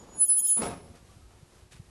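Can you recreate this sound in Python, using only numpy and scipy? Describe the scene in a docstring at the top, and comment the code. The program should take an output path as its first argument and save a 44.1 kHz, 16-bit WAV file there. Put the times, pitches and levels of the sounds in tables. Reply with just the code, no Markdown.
"""Cargo tray sliding to its stop

A metal tray rolls along its rails in a truck bed, outdoors. Friction makes a dry runner squeal near
10 kHz, with a weaker second mode and their combination tones. The tray hits its stop, rattles and
settles. Light puffs of wind bump the microphone; the squeal makes the camera turn its gain down."""
import sys
import numpy as np
from scipy import signal
from scipy.fft import rfft, irfft, next_fast_len
from scipy.io import wavfile
from scipy.ndimage import uniform_filter1d, minimum_filter1d, map_coordinates

SR = 44100
rng = np.random.default_rng(int(sys.argv[2]) if len(sys.argv) > 2 else 0)


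def digitize_waveform(pressure):
    """Quantize a signal to 16-bit integers and store it at the path in sys.argv[1].

    Rows of a 2-D input are taken as channels; values are limited to [-1, 1].
    """
    field = np.atleast_2d(pressure).T
    bounded = np.clip(field, -1, 1)
    quanta = np.round(bounded * 32767).astype(np.int16)
    wavfile.write(sys.argv[1], SR, quanta)


N = 83790


def amp(db):
    """Decibels to gain."""
    return 10 ** (np.asarray(db) / 20)


def unit(x):
    """Scale to rms 1."""
    return x / np.sqrt(np.mean(x ** 2) + 1e-20)


def clock():
    """Sample times in s."""
    return np.arange(N) / SR


def along(points, hz):
    """Interpolate (f/Hz, value) points on a log axis."""
    f, v = np.transpose(points)
    return np.interp(np.log(hz + 1), np.log(f + 1), v)


def curve(rows):
    """Interpolate (t/s, value) rows per sample."""
    return np.interp(clock(), *np.transpose(rows))


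def envelope(rows):
    """Gain from (t/s, level/dB) rows, falling 170 dB/s after the last."""
    return amp(curve(rows) - 170 * np.maximum(clock() - rows[-1][0], 0))


def wobble(rate_hz):
    """Smooth random curve through unit-variance knots."""
    knots = rng.standard_normal(int(N * rate_hz / SR) + 4)
    return map_coordinates(knots, [np.arange(N) * rate_hz / SR])


def swell(at_s, half_s):
    """Gaussian envelope, 1/e at half_s from its peak."""
    return np.exp(-((clock() - at_s) / half_s) ** 2)


def burst(at_s, rise_s, t60_s):
    """Linear rise, exponential decay."""
    age_s = clock() - at_s
    return np.clip(age_s / rise_s, 0, 1) * amp(-60 * np.maximum(age_s - rise_s, 0) / t60_s)


def filtered(x, response):
    """Zero-phase filter with gain response(hz)."""
    size = next_fast_len(N + SR // 2)
    return irfft(rfft(x, size) * response(np.fft.rfftfreq(size, 1 / SR)), size)[..., :N]


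def noise(spectrum):
    """Coloured noise, rms 1."""
    return unit(filtered(rng.standard_normal(N), lambda hz: amp(along(spectrum, hz))))


def modal_noise(spectrum, spacing_hz, ripple_db):
    """Noise rung through many narrow modes of random strength, rms 1."""
    modes_db = ripple_db * rng.standard_normal(N)
    return unit(filtered(noise(spectrum), lambda hz: amp(map_coordinates(modes_db, [hz / spacing_hz]))))


def tone(hz):
    """Sine following a pitch, rms 1."""
    return np.sqrt(2) * np.sin(2 * np.pi * (np.cumsum(hz) / SR + rng.random()))


def ragged_tone(hz, stutter_db=3.6, rasp=.14):
    """Tone that stutters and rasps as a contact slips."""
    return tone(hz) * amp(stutter_db * wobble(129.86)) * (1 + rasp * wobble(900))


# Outdoor air: f/Hz, level/dB
AIR_SPECTRUM = [(220, -3), (700, -9.5), (1800, -16.5), (11500, -21), (13000, -63)]


def air(level_db=-60.5):
    """Quiet, slightly uneven hiss."""
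    return amp(level_db + wobble(10.1)) * noise(AIR_SPECTRUM)


def hum(hz=358, level_db=-72):
    """Faint wavering tone."""
    return amp(level_db) * tone(hz + 4 * wobble(9.7))


# Wind rumble: f/Hz, level/dB
WIND_SPECTRUM = [(20, -16.5), (60, 1.5), (110, -2.5), (600, -69.5)]
# Puffs on the microphone: t/s, f/Hz, level/dB
WIND_BUMPS = [(.222, 75, -43), (.907, 80, -47), (1.169, 105, -45), (1.433, 120, -44.5), (1.636, 75, -50),
              (1.75, 130, -49), (1.802, 118, -37.5)]


def wind(rumble_db=-60.5, swing_db=3.3, half_cycles=.56):
    """Wind rumbles on the microphone; each puff is one short low pulse."""
    out = amp(rumble_db + swing_db * wobble(13)) * noise(WIND_SPECTRUM)
    for at_s, hz, db in WIND_BUMPS:
        wave = np.sqrt(2) * np.cos(2 * np.pi * hz * (clock() - at_s))
        out += amp(db) * swell(at_s, half_cycles / hz) * wave
    return out


# Settling rubs: t/s, rise/s, t60/s, level/dB
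SCUFF_EVENTS = [(.94, 0.02, 0.19, -58.5), (1.707, 0.018, 0.18, -52), (1.751, 0.017, 0.15, -57.5)]
# Rub noise: f/Hz, level/dB
SCUFF_SPECTRUM = [(200, -8.5), (1800, 2), (4000, -2), (10500, -6), (14000, -32.5)]


def scuffs(grain_db=2.06):
    """Short grainy rubs as the tray settles."""
    return sum(amp(db + grain_db * wobble(350)) * burst(at_s, rise_s, t60_s) * noise(SCUFF_SPECTRUM)
               for at_s, rise_s, t60_s, db in SCUFF_EVENTS)


# Roller envelope: t/s, level/dB
ROLLER_LEVEL = [(0, -54.5), (.39, -49.5), (.56, -60)]
# Roller noise: f/Hz, level/dB
ROLLER_SPECTRUM = [(100, -5.5), (230, -1), (600, -5), (1100, -10), (2000, -25), (7000, -28), (13000, -71.5)]


def rollers(swing_db=1.505):
    """The rollers rumble unevenly in the tray."""
    return envelope(ROLLER_LEVEL) * amp(swing_db * wobble(65)) * noise(ROLLER_SPECTRUM)


# Side tones and faint squeaks: t/s, half-width/s, f/Hz, level/dB
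SIDE_CHIRPS = [(.318, .03, 4835, -45.5), (.315, .03, 5270, -45.5), (.31, .013, 14906, -48.5),
               (.272, .015, 9660, -42), (.37, .019, 13830, -45.5), (.365, .03, 3840, -59),
               (.39, .04, 5220, -55), (.463, .024, 5180, -43), (.472, .0307, 14890, -43),
               (.486, .02, 7360, -40.5), (.49, .02, 6400, -40.5), (.49, .026, 3700, -51),
               (.54, .035, 3190, -55), (.54, .04, 9820, -38), (1.104, .027, 1153, -67),
               (1.24, .027, 1275, -70)]


def chirps(jitter=.006):
    """Brief rough side tones and faint squeaks around and after the main squeal."""
    return sum(amp(db) * swell(at_s, half_s) * ragged_tone(hz * (1 + jitter * wobble(400)))
               for at_s, half_s, hz, db in SIDE_CHIRPS)


# Runner grinding: f/Hz, level/dB
GRIND_SPECTRUM = [(2000, -56.5), (3300, -7), (4400, -14.5), (6800, -4.5), (8200, -15.5), (9500, 6),
                  (12000, -19.5), (13500, 2), (15000, -22.5)]


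def grind(level_db=-31.5):
    """The runner grinds just before the stop, exciting dense rail modes."""
    gain = amp(level_db + 1.5 * wobble(200)) * burst(at_s=.458, rise_s=.017, t60_s=.19)
    return gain * modal_noise(GRIND_SPECTRUM, spacing_hz=170.3, ripple_db=7)


# Bed booms: t/s, half-width/s, f/Hz, level/dB
BED_THUMPS = [(.576, .008, 215, -35), (.601, .013, 222, -27.5), (.625, .012, 430, -30.5),
              (.695, .055, 105, -43)]


def thumps():
    """The tray's weight presses into its buffer and the bed booms."""
    return sum(amp(db) * swell(at_s, half_s) * tone(hz + 15 * wobble(100))
               for at_s, half_s, hz, db in BED_THUMPS)


# Panel modes, overall shape: f/Hz, level/dB
PANEL_SPECTRUM = [(40, -12.5), (205, -0.5), (450, 2), (1200, -4.5), (1700, -10.5), (2800, -14.5),
                  (9000, -23.5), (12500, -29.5), (15000, -68)]
# Panel decay: f/Hz, t60/s
PANEL_T60 = [(80, 1), (250, 0.46), (1000, 0.4), (9000, 0.36)]


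def panel_wash(at_s, rise_s, treble_db):
    """A blow excites dense panel modes; the treble dies first."""
    panels = modal_noise(PANEL_SPECTRUM, spacing_hz=34.88, ripple_db=4)
    hz, frame_s, bins = signal.stft(panels, SR, nperseg=512)
    decay_db = -60 * np.maximum(frame_s - at_s - rise_s, 0) / along(PANEL_T60, hz)[:, None]
    shelf_db = treble_db * along([(300, 0), (2000, 1)], hz)[:, None]
    _, wash = signal.istft(bins * amp(decay_db + shelf_db), SR, nperseg=512)
    return wash[:N] * np.clip((clock() - at_s) / rise_s, 0, 1)


# Main tray modes: f/Hz, relative level/dB, t60/s
TRAY_MODES = [(110, -9, .75), (228, -4, .55), (268.45, -4, .45), (409, -10, .5), (463.35, -2, .38),
              (554, -3, .45), (703, -1, .33), (914, -6, .25), (1285, -6, .3)]


def tray_ring(at_s, rise_s):
    """A blow rings the tray's main modes, each wavering slightly."""
    return sum(amp(db) * burst(at_s, rise_s, t60_s) * tone(hz + 4 * wobble(50.37))
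               for hz, db, t60_s in TRAY_MODES)


# Blows on the stop, then settling: t/s, rise/s, level/dB, treble gain/dB
STOP_BLOWS = [(.564, 0.011, -30.5, 0.5), (0.592, 0.008, -33, -1.5), (.615, 0.0072, -22.5, 1),
              (.651, .0043, -26.5, -5), (0.704, 0.0044, -33.5, -6.5), (.933, 0.013, -55, -3.5),
              (1.295, 0.017, -59.5, 0.5)]


def impacts(wash_db=-2.5, ring_db=-12.02, rattle_depth_db=2):
    """The tray hits its stop and settles; each blow rings it and rattles its panels."""
    out = np.zeros(N)
    for at_s, rise_s, db, treble_db in STOP_BLOWS:
        wash = amp(wash_db) * panel_wash(at_s, rise_s, treble_db)
        ring = amp(ring_db) * tray_ring(at_s, rise_s)
        rattle = amp(rattle_depth_db * wobble(260))
        out += amp(db) * (wash * rattle + ring)
    return out


# Steel stop modes: f/Hz, level/dB, t60/s
STOP_MODES = [(4720, -44, .06), (5330, -50, .55)]


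def clink(jitter_hz=7):
    """The hardest blow rings the steel stop."""
    at_s, rise_s, *_ = max(STOP_BLOWS, key=lambda blow: blow[2])
    return sum(amp(db) * burst(at_s, rise_s, t60_s) * ragged_tone(hz + jitter_hz * wobble(96.3))
               for hz, db, t60_s in STOP_MODES)


# Second-mode surges: t/s, half-width/s, mode level/dB, upper tone/dB, lower tone/dB
MODE_SURGES = [(0.282, 0.033, -43, -36.5, -54.5), (0.4, .024, -35.5, -30, -45.5),
               (0.477, 0.032, -37, -32, -45.5)]


def surges(main_hz, second_hz):
    """The second mode surges and mixes with the main one, adding a tone above and one below."""
    pitches_hz = second_hz, 2 * main_hz - second_hz, main_hz - second_hz
    out = np.zeros(N)
    for at_s, half_s, *levels_db in MODE_SURGES:
        tones = sum(amp(db) * ragged_tone(hz) for db, hz in zip(levels_db, pitches_hz))
        out += swell(at_s, half_s) * tones
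    return out


# Main runner mode: t/s, level/dB
MAIN_LEVEL = [(.125, -79.5), (.204, -24.5), (.222, -9.5), (.24, -10), (.272, -26.5), (.296, -11),
              (.322, -10), (.35, -16.5), (.385, -12), (.417, -21.5), (.458, -13), (.478, -22.5),
              (.492, -15), (.527, -12.5), (.546, -18), (.58, -15.5), (.63, -39), (.668, -34.5), (.716, -48),
              (.87, -67)]
# Friction noise around it: f/Hz, level/dB
SKIRT_SPECTRUM = [(8300, -70), (9400, -13), (10058, 0), (10700, -14), (11800, -70)]
# Runner catches: t/s
CATCH_TIMES = [.274, .414]
# Second mode between surges: t/s, level/dB
SECOND_LEVEL = [(0, -54), (.06, -75), (.13, -55.5), (.25, -46.5), (.34, -78), (.46, -58), (.51, -33.5),
                (.6, -47.5)]
# Second mode pitch: t/s, f/Hz
SECOND_HZ = [(.22, 6860), (.43, 6805), (.48, 6872)]


def squeal(pitch_hz=10058, jitter_hz=7, beat_hz=125, skirt_db=-27):
    """Friction drives two runner modes; the main one flutters and beats briefly at each catch."""
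    main_hz = pitch_hz + jitter_hz * wobble(170)
    second_hz = curve(SECOND_HZ) + jitter_hz * wobble(120)
    grip = envelope(MAIN_LEVEL)
    flutter_db = 3.5 * clock() * (1 - grip / grip.max())  # deeper with time and weak grip
    flutter = amp(flutter_db * wobble(150))
    beat = 1 - sum(swell(at_s, half_s=.012) * np.sin(np.pi * beat_hz * (clock() - at_s)) ** 2
                   for at_s in CATCH_TIMES)
    main = grip * tone(main_hz) * flutter * beat
    skirt = grip * amp(skirt_db) * noise(SKIRT_SPECTRUM)
    second = envelope(SECOND_LEVEL) * tone(second_hz) * amp(wobble(90))
    return main + skirt + second + surges(main_hz, second_hz)


def scene():
    """Slide, stop and outdoor background, alike in both channels."""
    slide = squeal() + chirps() + grind() + rollers()
    stop = thumps() + impacts() + clink() + scuffs()
    outdoors = air() + wind() + hum()
    mono = slide + stop + outdoors
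    return np.array([mono, mono])


def record(dry):
    """The camera's limiter ducks at once, holds and recovers; a low-pass ends the band."""
    limit_db, hold_s, release_db_per_s, top_hz = -18, .25, 48, 15200
    power = np.abs(uniform_filter1d(dry[0] ** 2, size=128))
    needed_db = np.minimum(limit_db - 10 * np.log10(power + 1e-12), 0)
    half_hold = int(hold_s * SR) // 2
    held_db = minimum_filter1d(needed_db, 2 * half_hold + 1, origin=half_hold, mode="nearest")
    recovery_db = release_db_per_s * clock()
    gain_db = np.minimum.accumulate(held_db - recovery_db) + recovery_db
    limited = dry * amp(uniform_filter1d(gain_db, size=128))
    return filtered(limited, lambda hz: hz < top_hz)


dry = scene()
out = record(dry)
digitize_waveform(out)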